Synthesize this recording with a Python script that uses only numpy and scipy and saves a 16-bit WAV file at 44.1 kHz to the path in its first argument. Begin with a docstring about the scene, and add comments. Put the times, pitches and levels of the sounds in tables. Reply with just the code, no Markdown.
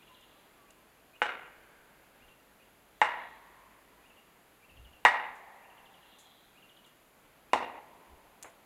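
"""Firewood is split with an axe in a snowy forest: small birds chatter and call over still air from the start.
Four axe blows follow as shaped noise forces, each filtered by its log's resonances; the near trunks scatter
them back as decaying noise and the far forest answers late. Meanwhile birds sing swept sines or throbbing
noise, icy twigs tick as bright bursts, and noise puffs of wind and a wavering low sine lie underneath.
Near the end come a soft knock of wood and a few last twig snaps."""
import sys
import numpy as np
from scipy import signal
from scipy.fft import rfft, irfft, next_fast_len
from scipy.io import wavfile
from scipy.ndimage import uniform_filter1d, map_coordinates

SR = 44100
rng = np.random.default_rng(int(sys.argv[2]) if len(sys.argv) > 2 else 0)


def to_wav(sig):
    """Store sig (one row per channel, or 1-D mono) as 16-bit WAV at the path in sys.argv[1].

    Samples outside -1..1 are clipped; the rate is SR.
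    """
    pcm = np.clip(np.atleast_2d(sig), -1, 1) * 32767
    pcm = np.round(pcm).astype(np.int16)
    wavfile.write(sys.argv[1], SR, pcm.T)  # frames by channels


N = 381465

# axe blows: (time [s], level [dB], splitting time [s], splitting level [dB], trunk echo [dB],
#  treble change on the direct path [dB], beamed note [Hz], its height [dB], band that carries furthest [Hz],
#  far echo [dB], ripple of the log's tone [dB], its bass [dB], its midrange [dB], its bite [dB])
AXE_BLOWS = [(1.2184, -7, 0.0017, 27, 1, -14, 838, 9.5, 1590, 4, -3.5, -3.5, 3, 4.5),
             (3.0157, -2.5, 0.02, -13.5, -0.5, -5.5, 858, 8, 1090, 2, 3.5, -2, 2.5, -3),
             (5.051, 5, .017, -9.5, -1.5, -4, 1905, 7, 787, 1, 2.8, -7, -0.5, -5.5),
             (7.5332, -1.5, 0.011, -13.5, -0.5, -2.5, 1035, 12.5, 960, 1, 3, 4, -7, -4.5)]
# modes of wood on the block: (frequency [Hz], width [Hz], height above the broad spectrum [dB])
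LOG_MODES = [(250, 69, 3), (494.7, 39, 8), (608, 15, 1.5), (738, 37, 3), (841, 30, 7.5), (950, 100, 4.5),
             (1280, 30, 1), (1385, 10, 12.5), (1513, 52, 6), (1742, 25, 6.5), (1734, 50, -2.5),
             (1906, 26, 12.5), (2112, 34.5, 6), (2342, 20, -0.5), (2590, 45, 3), (2776, 37, 11.5),
             (2884, 75, 14.5), (3700, 150, 9)]
# broad spectrum of struck wood: (frequency [Hz], level [dB])
WOOD_SPECTRUM = [(30, -23), (60, -13.5), (88, 2.5), (140, -19.5), (250, 5.5), (400, 12), (650, 18.5),
                 (950, 20.5), (1300, 16), (2200, 17.5), (3200, 5.5), (4800, -4), (8000, -3.5), (11000, -13),
                 (15500, -33.5)]
SHELTER_DELAY_S = .00811  # extra travel time by way of the shelter


def chops(shelter_db=-12, shade_hz=4000, note_width_hz=45, near_db=-35.5, far_db=-67, blur=0.29,
          carry_width_hz=280, carry_db=7):
    """Source, filter and path: a blow excites log modes, heard directly, off a shelter, trunks and far forest."""
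    out = np.zeros(N)
    for s, db, split_s, split_db, echo_db, shade_db, note_hz, note_db, carry_hz, late_db, *tone_db in AXE_BLOWS:
        force = amp(db) * blow(split_s, split_db)

        def broad(hz):
            return along(WOOD_SPECTRUM, hz) + log_tone(hz, *tone_db)

        def modes(hz):
            return sum(resonance(hz, *mode) for mode in LOG_MODES)

        # directivity: one note is beamed to the listener, and the blade's treble may be hidden
        def facing(hz):
            return resonance(hz, note_hz, note_width_hz, note_db) + shelf(hz, shade_hz, shade_db)

        crack = ring(force, lambda hz: broad(hz) + modes(hz) + facing(hz))
        add(out, s, crack)
        add(out, s + SHELTER_DELAY_S, amp(shelter_db) * crack)
        # echoes gather sound sent out in all directions, so single modes stand out less
        spread = ring(force, lambda hz: broad(hz) + (1 - blur) * modes(hz))
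        add(out, s, amp(near_db + echo_db) * trunks(spread))
        carried = ring(force, lambda hz: broad(hz) + resonance(hz, carry_hz, carry_width_hz, carry_db))
        add(out, s, amp(far_db + late_db) * distance(carried))
    return out


def blow(split_s, split_db, bite_s=.002, easing_s=.04, release_s=0.0011, tear_hz=4500, dull_db=-7):
    """Impact and fracture: a sharp bite, then duller tearing fibres, easing until the log gives way."""
    t = np.arange(2048) / SR
    edge = np.exp(-t / bite_s)
    tearing = amp(split_db) * np.exp(-t / easing_s - np.maximum(t - split_s, 0) / release_s)
    force = burst(np.hypot(edge, tearing))
    dull = ring(force, lambda hz: shelf(hz, tear_hz, dull_db), size=len(t))
    return edge * force + (1 - edge) * dull


# a log's tone ripples evenly along frequency: spacing of the crests, and where they fade out
RIPPLE_HZ, RIPPLE_TOP_HZ = 952, 2560
# top of the bass, then centre and width of the midrange and of the bite
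BASS_HZ, MID_HZ, MID_WIDTH_HZ, BITE_HZ, BITE_WIDTH_HZ = 620, 1775, 930, 3020, 592


def log_tone(hz, ripple_db, bass_db, mid_db, bite_db):
    """Timbre as a spectral envelope, in dB: even crests, with more or less bass, midrange and bite."""
    crests = np.cos(2 * np.pi * hz / RIPPLE_HZ) * (hz > RIPPLE_HZ / 4) / (1 + (hz / RIPPLE_TOP_HZ) ** 8)
    bass = bass_db - shelf(hz, BASS_HZ, bass_db)
    mid = resonance(hz, MID_HZ, MID_WIDTH_HZ, mid_db)
    bite = resonance(hz, BITE_HZ, BITE_WIDTH_HZ, bite_db)
    return ripple_db * crests + bass + mid + bite


# reverberation of the near trunks: (frequency [Hz], time to decay by 60 dB [s])
TRUNK_DECAY = [(100, 0.97), (400, 0.71), (900, 0.66), (2000, 0.65), (3500, 0.54), (7000, 0.26),
               (13000, .25)]
# a stand of trees returns a late slap: delay, half length, strength
SLAP_S, SLAP_HALF_S, SLAP_DB = 0.24, 0.028, 2.5


def trunks(x, build_s=0.0037):
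    """Multiple scattering: convolution with lumpy noise whose treble dies first, with one late slap."""
    t = np.arange(2 * SR) / SR
    lump_db = 3 * unit(uniform_filter1d(rng.standard_normal(len(t)), size=90))
    lumps = unit(amp(lump_db))
    hz, age, bands = signal.stft(rng.standard_normal(len(t)) * lumps, SR, nperseg=256)
    decay = amp(-60 * age / along(TRUNK_DECAY, hz)[:, None])
    tail = signal.istft(bands * decay, SR, nperseg=256)[1][:len(t)]
    slap = amp(SLAP_DB * np.exp(-((t - SLAP_S) / SLAP_HALF_S) ** 2))
    onset = 1 - np.exp(-(t / build_s) ** 2)
    return signal.fftconvolve(x, tail * slap * onset)


# spectrum of the far forest's answer: (frequency [Hz], level [dB])
FAR_SPECTRUM = [(100, -6), (400, 9), (850, 0), (2000, -0.5), (3500, -2.5), (8000, -25.5)]


def distance(x, t60_s=2.88, build_s=0.29):
    """Late reverberation: the far forest's dull answer swells slowly and then decays exponentially."""
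    t = np.arange(2 * SR) / SR
    onset = 1 - np.exp(-(t / build_s) ** 2)
    return signal.fftconvolve(x, noise(FAR_SPECTRUM, size=len(t)) * amp(-60 * t / t60_s) * onset)


def forest(x, echo_db):
    """Superposition: the direct sound x and its echo from the near trunks."""
    out = amp(echo_db) * trunks(x)
    add(out, 0, x)
    return out


# light knocks of wood: (time [s], level [dB])
WOOD_KNOCKS = [(8.444, -24.5)]


def knocks(contact_s=0.032, slope_db=-3.5):
    """Soft impact: a long, scuffing contact drives the broad wood spectrum, without its modes."""
    out, t = np.zeros(N), np.arange(4096) / SR
    for s, db in WOOD_KNOCKS:
        force = burst(np.exp(-t / contact_s))
        # the slope is per octave
        knock = ring(force, lambda hz: along(WOOD_SPECTRUM, hz) + slope_db * np.log2((hz + 100) / 1000))
        add(out, s, amp(db) * forest(knock, echo_db=-51))
    return out


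# icy twigs, from sharp snaps to soft rustles: (time [s], level [dB], decay time [s])
TWIG_TICKS = [(.209, -34, 0.0043), (.7053, -25.5, 0.0047), (5.352, -30, 0.037), (6.186, -20.5, 0.044),
              (6.862, -31, 0.022), (8.4270, -13, 0.0009), (8.431, -12, 0.0024), (8.5008, -36, .0007)]
# spectrum of an icy twig: (frequency [Hz], level [dB])
TWIG_SPECTRUM = [(300, -15), (2000, -11), (4500, -11), (5500, -12), (6800, 1.5), (8500, -7.5), (10000, -5),
                 (12000, -11), (13300, -21), (15500, -23.5)]


def twigs(rustle_s=0.064, rustle_db=-25):
    """Brittle fracture: a decaying noise force with a short rustle excites a small, bright body close by."""
    out, t = np.zeros(N), np.arange(8192) / SR
    for s, db, decay_s in TWIG_TICKS:
        snap = np.exp(-t / decay_s)
        rustle = amp(rustle_db) * np.exp(-(t / rustle_s) ** 2)
        add(out, s, amp(db) * ring(burst(snap + rustle), lambda hz: along(TWIG_SPECTRUM, hz)))
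    return out


# phrases of a small bird: (time [s], syllables [count], first gap [s], level against the bird's level [dB])
BIRD_PHRASES = [(0, 4, .069, 0), (.675, 1, .07, -5), (1.130, 1, .07, 2), (2.198, 2, .08, -1),
                (2.597, 1, .07, -3), (4.033, 3, .063, -1.5), (4.619, 5, .071, 0.5), (5.624, 7, .072, 0),
                (6.551, 5, .067, 1), (7.497, 1, .07, 0)]
BIRD_DB, SLOWING_S = -58.5, .0039  # the bird's level; each gap is longer than the last by SLOWING_S
# a phrase warms up: opening and settled pitch, syllables it takes, extra level of the opening
OPENING_HZ, SETTLED_HZ, WARM_UP, OPENING_DB = 2380, 2540, 0.77, 2
# size in octaves of the settled hook, the opening curl and the settled curl
HOOK_OCT, OPENING_CURL_OCT, CURL_OCT = .68, .25, .13
# chance differences between syllables: of hook and curl (share of their size), of pitch (octaves)
SHAPE_SCATTER, PITCH_SCATTER = .3, .04


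def chatter(curl_db=-4, echo_db=-35.5):
    """Frequency modulation: a low rising note opens, then slowing syllables settle into falling hooks with curls."""
    out, t = np.zeros(N), np.arange(SR // 16) / SR
    # loudness of the two parts
    hook = np.exp(-((t - .010) / .007) ** 2)
    curl = np.exp(-((t - .030) / .012) ** 2)
    # shapes of the falling and the rising pitch
    fall = np.exp(-(t / .0105) ** 1.3)
    rise = np.exp(-((t - .033) / .012) ** 2)
    for start, count, gap, db in BIRD_PHRASES:
        for k in range(round(count)):
            opening = np.exp(-k / WARM_UP)
            base_hz = SETTLED_HZ + opening * (OPENING_HZ - SETTLED_HZ)
            scatter = 1 + SHAPE_SCATTER * rng.uniform(-1.1, 1, size=2)
            hook_oct, curl_oct = np.array([HOOK_OCT, CURL_OCT]) * scatter
            settled_shape = hook_oct * fall + curl_oct * rise
            octaves = (1 - opening) * settled_shape + opening * OPENING_CURL_OCT * rise
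            pitch_hz = base_hz * 2 ** (octaves + PITCH_SCATTER * rng.standard_normal())
            loudness = (1 - opening / 2) * hook + amp(curl_db) * curl
            note = loudness * np.sin(2 * np.pi * np.cumsum(pitch_hz) / SR)
            s = start + k * gap + SLOWING_S * k * (k - 1) / 2
            add(out, s, amp(BIRD_DB + db + opening * OPENING_DB) * forest(note, echo_db))
    return out


# far buzzing trills: (middle [s], half length [s], level [dB])
TRILL_SWELLS = [(.2, 0.34, -71), (3.2, 0.22, -68), (6.27, 0.25, -65)]
# spectrum of a trill: (frequency [Hz], level [dB])
TRILL_SPECTRUM = [(2600, -67), (3050, -12), (3330, -1), (3600, -5.5), (3780, -8), (4030, -4.5), (4300, -22),
                  (5500, -52)]


def trills(pulse_hz=167, depth=0.42):
    """Amplitude modulation: a far bird's hoarse, narrow noise band swells and throbs very fast."""
    throb = 1 + depth * np.sin(2 * np.pi * pulse_hz * np.arange(N) / SR)
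    return swells(TRILL_SWELLS) * unit(throb * noise(TRILL_SPECTRUM))


# faint far calls: (time [s], pitch [Hz], level [dB])
FAR_CALLS = [(.08, 1014, -60.5), (.33, 1165, -67), (0.576, 1144, -62.5), (.755, 1025, -65)]


def hoots(length_s=0.068, droop=0.084):
    """Gliding tone: a far bird's short sine calls fall by a small share of their pitch."""
    out, t = np.zeros(N), np.arange(SR // 6) / SR
    progress = np.minimum(t / length_s, 1)
    for s, hz, db in FAR_CALLS:
        pitch_hz = hz * (1 - droop * (progress - .5))
        call = np.sin(np.pi * progress) * np.sin(2 * np.pi * np.cumsum(pitch_hz) / SR)
        add(out, s, amp(db) * forest(call, echo_db=-35))
    return out


# puffs of wind on the microphone: (middle [s], half length [s], level [dB])
WIND_PUFFS = [(1.59, 0.033, -71), (1.79, 0.0063, -62), (2.28, 0.038, -63), (4.80, 0.064, -54),
              (4.91, 0.063, -62.5), (8.14, 0.037, -60.5), (8.29, 0.048, -67.5)]
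# spectrum of a puff: (frequency [Hz], level [dB])
PUFF_SPECTRUM = [(15, 11), (35, 7), (60, 19.5), (95, 5.5), (160, -5), (400, -31), (1500, -90)]


def wind():
    """Turbulence at the microphone: low-pitched noise in short swells."""
    return swells(WIND_PUFFS) * noise(PUFF_SPECTRUM)


# level of the drone: (time [s], level [dB])
DRONE_LEVEL = [(0, -84.5), (3.7, -75.5), (4.4, -90.5), (8.65, -110)]


def drone(centre_hz=50):
    """Random modulation: a far, low sine wavers in pitch and level."""
    t = np.arange(N) / SR
    tone = unit(np.sin(2 * np.pi * np.cumsum(centre_hz + .5 * wobble(7.8)) / SR))
    return amp(np.interp(t, *np.transpose(DRONE_LEVEL)) + wobble(3.3)) * tone


# spectrum of the still air: (frequency [Hz], relative density [dB per Hz])
AIR_SPECTRUM = [(15, -30.5), (25, -8), (54, -8), (81, -11.5), (108, -10.5), (176, -6), (582, -7),
                (622, -6.5), (1110, -9.5), (1350, -10.5), (2750, -14.5), (5000, -25.5), (6500, -67),
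                (11000, -120)]
# level of the still air: (time [s], level [dB])
AIR_COURSE = [(0, -62.5), (1.1, -63), (2.7, -63), (4.4, -63), (7.2, -63.5), (8.65, -62.5)]


def still_air():
    """Ambient noise: a steady, mostly low-pitched spectrum with slight random changes of level."""
    t = np.arange(N) / SR
    return amp(np.interp(t, *np.transpose(AIR_COURSE)) + .4 * wobble(4.5)) * noise(AIR_SPECTRUM)


def amp(db):
    """Logarithmic level: decibels to gain."""
    return 10 ** (np.asarray(db) / 20)


def unit(x):
    """Normalisation: x at rms 1."""
    return x / np.sqrt(np.mean(x ** 2) + 1e-20)


def along(points, hz):
    """Interpolation on a logarithmic frequency axis of (frequency [Hz], value) points."""
    f, v = np.transpose(points)
    return np.interp(np.log(hz + 1), np.log(f + 1), v)


def add(track, s, sound):
    """Superposition: mix a sound into the track at time s."""
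    part = track[max(round(s * SR), 0):][:len(sound)]
    part += sound[:len(part)]


def wobble(rate):
    """Band-limited fluctuation: a smooth random curve, rate knots a second."""
    knots = rng.standard_normal(int(N * rate / SR) + 4)
    return map_coordinates(knots, [np.arange(N) * rate / SR])


def swells(rows):
    """Amplitude envelope: gain over time of bell-shaped swells."""
    t = np.arange(N) / SR
    return sum(amp(db) * np.exp(-((t - s) / half) ** 2) for s, half, db in rows)


def noise(spectrum, size=N):
    """Spectral shaping: white noise coloured by a spectrum in dB, at rms 1."""
    gain = amp(along(spectrum, np.fft.rfftfreq(size, 1 / SR)))
    return unit(irfft(rfft(rng.standard_normal(size)) * gain, size))


def ring(force, colour_db, size=16384):
    """Minimum phase: the causal answer to a force of a body whose gain is colour_db(Hz)."""
    cepstrum = irfft(np.log(amp(colour_db(np.fft.rfftfreq(size, 1 / SR)))))
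    # folding the cepstrum onto positive time makes the answer causal
    cepstrum[1:size // 2] *= 2
    cepstrum[size // 2 + 1:] = 0
    return irfft(np.exp(rfft(cepstrum)) * rfft(force, size))


def burst(envelope, count=6):
    """Broadband excitation: a noise force of energy 1 that follows the envelope with a nearly flat spectrum."""
    force = rng.standard_normal(len(envelope)) * envelope
    for _ in range(count):
        # flatten the spectrum, then restore the envelope
        force = irfft(np.exp(1j * np.angle(rfft(force))), len(force))
        force *= envelope / np.sqrt(np.abs(uniform_filter1d(force ** 2, size=64)) + 1e-14)
    return force / np.linalg.norm(force)


def resonance(hz, centre, width, db):
    """Resonance: a peak in dB that falls to half its height half a width from the centre."""
    return db / (1 + (2 * (hz - centre) / width) ** 2)


def shelf(hz, corner, db):
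    """Shelving filter: a change of db above the corner frequency."""
    return db / (1 + (corner / (hz + 1)) ** 4)


def scene():
    """Superposition of all sources at one microphone."""
    birds = chatter() + trills() + hoots()
    background = wind() + drone() + still_air()
    return (chops() + knocks() + twigs() + birds + background)[None]


# spectrum of the microphone's hiss: (frequency [Hz], relative density [dB per Hz])
HISS_SPECTRUM = [(3000, -20.5), (4500, -5), (5500, -4.5), (6800, 0.5), (7500, 0), (8400, -5), (10000, 2),
                 (12000, 2.5), (14000, 0), (15700, -8.5)]
TOP_HZ = 15850  # band limit


def record(dry, hiss_db=-71):
    """Self-noise and band limiting: the microphone adds hiss and keeps nothing above its band limit."""
    size = next_fast_len(N + 8192)
    spectrum = rfft(dry + amp(hiss_db) * noise(HISS_SPECTRUM), size)
    return irfft(spectrum * (np.fft.rfftfreq(size, 1 / SR) < TOP_HZ), size)[:, :N]


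dry = scene()
out = record(dry)
to_wav(out)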